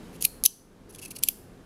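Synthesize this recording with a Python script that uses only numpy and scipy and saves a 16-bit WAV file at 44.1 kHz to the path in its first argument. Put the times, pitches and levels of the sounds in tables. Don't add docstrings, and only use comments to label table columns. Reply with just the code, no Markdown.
import sys
import numpy as np
from scipy import signal
from scipy.fft import rfft, irfft, next_fast_len
from scipy.io import wavfile
from scipy.ndimage import uniform_filter1d

SR = 44100
rng = np.random.default_rng(int(sys.argv[2]) if len(sys.argv) > 2 else 0)


def wrap_up_sound(samples):
    columns = np.atleast_2d(samples).T
    tamed = np.clip(columns, -1, 1)
    steps = np.round(tamed * 32767).astype(np.int16)
    wavfile.write(sys.argv[1], SR, steps)


N = 72765
T = np.arange(N) / SR
RING_WIDTH_HZ = 210


def clicks(node_width_hz=640, node_db=-13):
    # start_s, level_db, decay_s, low_edge_hz, low_db, mid_db, top_db, ring_hz, ring_db, node_hz, knock_db
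    hits = [(0.2244, -19.5, .0022, 2570, -4.5, -2.5, -15, 10120, 13.5, 7600, -28),
            (0.2500, -13, 0.0014, 2480, -7.5, -9, -1.5, 2455, 18.5, 11100, -24.5),
            (0.2516, -8.5, 0.0012, 2430, -19, -13.5, -10, 4300, 12, 10900, -28.5),
            (0.2541, -16.5, 0.0016, 2460, -8, -1.5, -5, 9830, 8.5, 3550, -24),
            (0.4378, -11, 0.001, 2654, -12, 10, -9, 11180, 13.5, 7700, -24.5),
            (0.4541, -11, 0.0012, 2716, -5, -7, -0.5, 3760, 10.5, 9010, -22),
            (0.4549, -17, 0.0013, 2750, -3, 2, -0.5, 11200, 5, 7600, -22.5),
            (0.4575, -15, 0.0036, 2750, 0, 3, -4, 4890, 3, 9000, -22),
            (0.4602, -4, 0.00096, 2700, 3, 4.5, -3.5, 3050, 7, 7600, -21),
            (0.461, -1.5, .0014, 2760, -5.5, -2, -4, 6040, 15.5, 13600, -25),
            (1.2357, -12, 0.0013, 2650, 0.5, 1, -3, 7360, 14.5, 6350, -18.5),
            (1.2368, -16.5, 0.0021, 2350, -7.5, -6, -18, 3390, 7.5, 3950, -22.5),
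            (1.2858, -16.5, 0.0013, 2400, 4.5, -0.5, 3.5, 3130, 6.5, 4100, -19.5),
            (1.2870, -10, 0.0009, 2480, -6, -6, -3.5, 5140, 6.5, 4090, -23),
            (1.2878, -11, 0.00084, 2340, -3.5, -12, 3, 14080, 6, 6000, -35)]
    out = np.zeros(N)
    for start_s, level_db, decay_s, low_edge_hz, *colour_db, ring_hz, ring_db, node_hz, knock_db in hits:
        rings = [(ring_hz, RING_WIDTH_HZ, ring_db), (node_hz, node_width_hz, node_db)]
        hit = signal.fftconvolve(chatter(decay_s), steel(low_edge_hz, colour_db, rings, knock_db))
        hit = hit * np.sqrt(decay_s * SR / np.sum(hit ** 2))
        sound = np.pad(hit, (0, N - len(hit))) + room(hit) + blade_ring(ring_hz)
        start = int(start_s * SR)
        out[start:] += from_db(level_db) * sound[:N - start]
    return out


def chatter(decay_s, size=1024, passes=4):
    fade = np.exp(-T[:size] / decay_s)
    force = rng.standard_normal(size) * fade
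    force[0] = from_db(8.5)
    for _ in range(passes):
        spectrum = rfft(force, 2 * size)
        flattened = irfft(spectrum / (np.abs(spectrum) + 1e-9))[:size]
        force = flattened * fade ** (1 / passes ** 2)
    return force


def steel(low_edge_hz, colour_db, rings, knock_db, size=2048):
    # pitch_hz, width_hz, gain_db
    resonances = [(2880, 580, 2.5), (3640, 260, -3), (4550, 220, 2), (6150, 500, 4), (7350, 700, -2.5),
                  (9900, 250, 4.5), (10470, 320, 7), (11000, 350, 5), (11874, 500, 10.5), (12370, 500, 4.5),
                  (13560, 570, 7.5)]
    # pitch_hz, sharpness
    bands = [(2940, 1.4), (6040, 0.79), (14000, 3.5)]
    colour = [(hz, hz / sharpness, db) for (hz, sharpness), db in zip(bands, colour_db)]
    tap = signal.unit_impulse(size)
    knock = from_db(knock_db) * cut(tap, 2300, "low")
    body = cut(tap, low_edge_hz, "high", order=8) + knock
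    for pitch_hz, width_hz, gain_db in resonances + colour + rings:
        body = body + (from_db(gain_db) - 1) * resonance(body, pitch_hz, width_hz)
    body = cut(body, 14300, "low", order=4)
    return body / np.sqrt(np.sum(body ** 2))


def blade_ring(ring_hz, boost_db=19.5):
    # pitch_hz, level_db (relative to the hit), fade_s (to fall 60 dB)
    tones = [(4230, -57, .45), (6100, -70, .42), (9700, -62, 0.46), (10130, -55, .5), (10300, -49, .45),
             (14100, -60, .42)]
    out = np.zeros(N)
    for pitch_hz, level_db, fade_s in tones:
        nearness = np.exp(-((pitch_hz - ring_hz) / RING_WIDTH_HZ) ** 2)
        out += from_db(level_db + boost_db * nearness) * fade_out(fade_s) * sine(pitch_hz)
    return out


def scrapes(edge_s=0.0064, mid_db=3, size=4096):
    # start_s, length_s, level_db, swell_db, low_db, top_db, ring_hz, ring_db
    slips = [(0.127, 0.042, -56.5, 7.5, 3, -5.5, 11700, 2.5),
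             (0.207, 0.037, -36.5, 1.5, -3.5, -1, 6830, 12.5), (0.241, 0.012, -26, 8.5, -5, 2, 13900, 7.5),
             (0.439, 0.0093, -28, -7.5, -12, 1.5, 6100, 2.5),
             (0.449, 0.0099, -20.5, 12, -17.5, 0, 11100, 6.5), (0.891, 0.024, -50, 3, -9, -10, 10150, 7),
             (0.923, 0.022, -53.5, 2.5, -11, -11, 10340, 2), (0.947, 0.0053, -36.5, 5, -9, -13, 3330, 17),
             (0.957, 0.0066, -43, -3, -4.5, -14, 3320, 7.5), (0.983, .018, -44.5, 2, 0, -10.5, 2250, 5.5),
             (1.014, 0.008, -44.5, 4, -4.5, -13.5, 2700, 6),
             (1.022, 0.024, -42.5, -3.5, -3, -12, 2690, 9.5),
             (1.047, 0.017, -39.5, -2.5, -5.5, -13, 2620, 10.5),
             (1.076, 0.012, -49.5, 1, -4.5, -5, 11000, 10.5), (1.105, .016, -39, -1, -2.5, 0, 2300, 5.5),
             (1.15, 0.012, -47, 6.5, 0, 3.5, 4360, 8), (1.161, .011, -37, -4, 0, -10, 4310, 6.5),
             (1.184, .010, -41, 1.5, -4.5, -2, 8550, 13), (1.225, 0.0091, -35, 6, -3, -8.5, 5430, 12.5),
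             (1.269, 0.014, -40, 12, 0, -6, 2600, 11)]
    # pitch_hz, width_hz, gain_db
    rub_colour = [(2630, 290, 5), (3650, 300, -5.5), (9900, 300, 3.5), (10650, 300, 3.5),
                  (12050, 780, -10.5)]
    out, grit, t = np.zeros(N), grains(), T[:size] - edge_s
    for start_s, length_s, level_db, swell_db, low_db, top_db, ring_hz, ring_db in slips:
        soft_edges = np.clip(np.minimum(t, length_s - t) / edge_s + .5, 0, 1)
        progress = np.clip(t / length_s, 0, 1)
        pressure = soft_edges ** 2 * from_db(level_db + swell_db * (progress - .5))
        rings = rub_colour + [(ring_hz, RING_WIDTH_HZ, ring_db)]
        body = steel(low_edge_hz=2196, colour_db=(low_db, mid_db, top_db), rings=rings, knock_db=-20)
        start = int((start_s - edge_s) * SR)
        rub = signal.fftconvolve(grit[start:start + size] * pressure, body)
        gain = np.sqrt(np.sum(pressure ** 2) / (np.sum(rub ** 2) + 1e-20))
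        out[start:start + len(rub)] += gain * rub
    return out


def grains(per_s=7000, spread_db=3.5):
    sizes = from_db(spread_db * np.minimum(rng.exponential(1, N), 4))
    signs = rng.choice([-1, 1], N)
    touching = rng.random(N) < per_s / SR
    return rms_one(sizes * signs * touching)


def low_thuds(swell_s=0.02):
    # peak_s, pitch_hz, level_db
    thuds = [(0.185, 160.5, -49), (0.245, 150, -47), (0.432, 42.1, -46.5)]
    return sum(from_db(level_db) * np.exp(-((T - peak_s) / swell_s) ** 2) * sine(pitch_hz)
               for peak_s, pitch_hz, level_db in thuds)


def room(x, fade_s=0.41, top_fade_s=0.35, split_hz=11500, early_db=-16, early_s=0.016, onset_s=0.0025):
    # pitch_hz, level_db
    echo_colour = [(1000, -25), (2500, -22), (3300, -21), (4300, -17.5), (5000, -15), (6100, -18),
                   (7500, -16), (9500, -17.5), (10350, -16.5), (11200, -25), (13000, -25), (14200, -19.5),
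                   (15500, -19.5)]
    wash = noise(echo_colour)
    low = cut(wash, split_hz, "low", order=4) * fade_out(fade_s)
    high = cut(wash, split_hz, "high", order=4) * fade_out(top_fade_s)
    tail = (low + high) * np.sqrt(2 * np.log(1000) / (fade_s * SR))
    early = rng.standard_normal(N) * np.exp(-T / early_s)
    early *= from_db(early_db) * np.sqrt(2 / (early_s * SR))
    echo = (tail + early) * np.clip(T / onset_s, 0, 1)
    return signal.fftconvolve(x, echo)[:N]


def hum(waver_hz=3):
    # pitch_hz, level_db
    tones = [(29, -60), (96, -62.5), (176, -60), (262, -61.5)]
    out, hz = np.zeros(N), np.fft.rfftfreq(N, 1 / SR)
    for pitch_hz, level_db in tones:
        band = np.exp(-.5 * ((hz - pitch_hz) / waver_hz) ** 2)
        tone = irfft(rfft(rng.standard_normal(N)) * band, N)
        out += from_db(level_db) * rms_one(tone)
    return out


def rumble(level_db=-47):
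    # pitch_hz, relative_db
    colour = [(12, -29), (20, -2), (55, 0.5), (79, -10.5), (120, -2), (219, -1), (370, -5.5), (399, -2),
              (627, -13.5), (743, -13.5), (1800, -21.5), (2340, -52.5), (3960, -120)]
    # time_s, change_db
    drift = [(0, 0), (0.43, 0.5), (0.6, -1.5), (0.9, -2), (1.25, -3.5), (1.65, -4)]
    return drifting_noise(colour, drift, level_db)


def hiss(level_db=-59.5):
    # pitch_hz, relative_db
    colour = [(1000, -14.5), (2000, 3.5), (4000, -1), (8000, -6), (11000, -7), (13500, -11.5),
              (15500, -17.5), (16000, -34)]
    # time_s, change_db
    drift = [(0, 1.5), (0.2, 0), (0.5, -2.5), (0.9, -3.5), (1.65, -6)]
    return drifting_noise(colour, drift, level_db)


def gain_control(x, threshold_db=-17.5, squeeze=1.059, attack_s=0.011, release_db_per_s=22.5):
    power = uniform_filter1d(x ** 2, 220)
    level_db = 10 * np.log10(np.maximum(power, 1e-12))
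    over_db = squeeze * np.maximum(level_db - threshold_db, 0)
    recovery_db = release_db_per_s * T
    held_db = np.maximum.accumulate(over_db + recovery_db, axis=-1) - recovery_db
    smoothing = np.exp(-1 / (attack_s * SR))
    dip_db = signal.lfilter([1 - smoothing], [1, -smoothing], held_db)
    return x * from_db(-dip_db)


def from_db(db):
    return 10 ** (np.asarray(db) / 20)


def rms_one(x):
    return x / np.sqrt(np.mean(x ** 2) + 1e-20)


def sine(hz):
    return np.sin(2 * np.pi * (hz * T + rng.random()))


def fade_out(fade_s):
    return from_db(-60 * T / fade_s)


def cut(x, hz, kind, order=2):
    return signal.sosfilt(signal.butter(order, min(hz, .45 * SR), kind, fs=SR, output="sos"), x)


def resonance(x, hz, width_hz):
    r = np.exp(-np.pi * width_hz / SR)
    feedback = [1, -(1 + r * r) * np.cos(2 * np.pi * hz / SR), r * r]
    return signal.lfilter([(1 - r * r) / 2, 0, (r * r - 1) / 2], feedback, x + 1e-18)


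def noise(colour):
    pitch_hz, level_db = np.transpose(colour)
    size = next_fast_len(N)
    hz = np.maximum(np.fft.rfftfreq(size, 1 / SR), 1)
    gain = from_db(np.interp(np.log(hz), np.log(pitch_hz), level_db))
    return irfft(rfft(rng.standard_normal(size)) * gain, size)[:N]


def drifting_noise(colour, drift, level_db):
    change_db = np.interp(T, *np.transpose(drift))
    return from_db(level_db + change_db) * rms_one(noise(colour))


def scene():
    rubbing = scrapes()
    cutter = clicks() + rubbing + room(rubbing)
    return (cutter + low_thuds() + hum() + rumble() + hiss())[None]


def record(dry, ceiling=1.6, cutoff_hz=16700):
    rounded = ceiling * np.tanh(gain_control(dry) / ceiling)
    return signal.sosfilt(signal.cheby2(14, 70, cutoff_hz, fs=SR, output="sos"), rounded)


dry = scene()
out = record(dry)
wrap_up_sound(out)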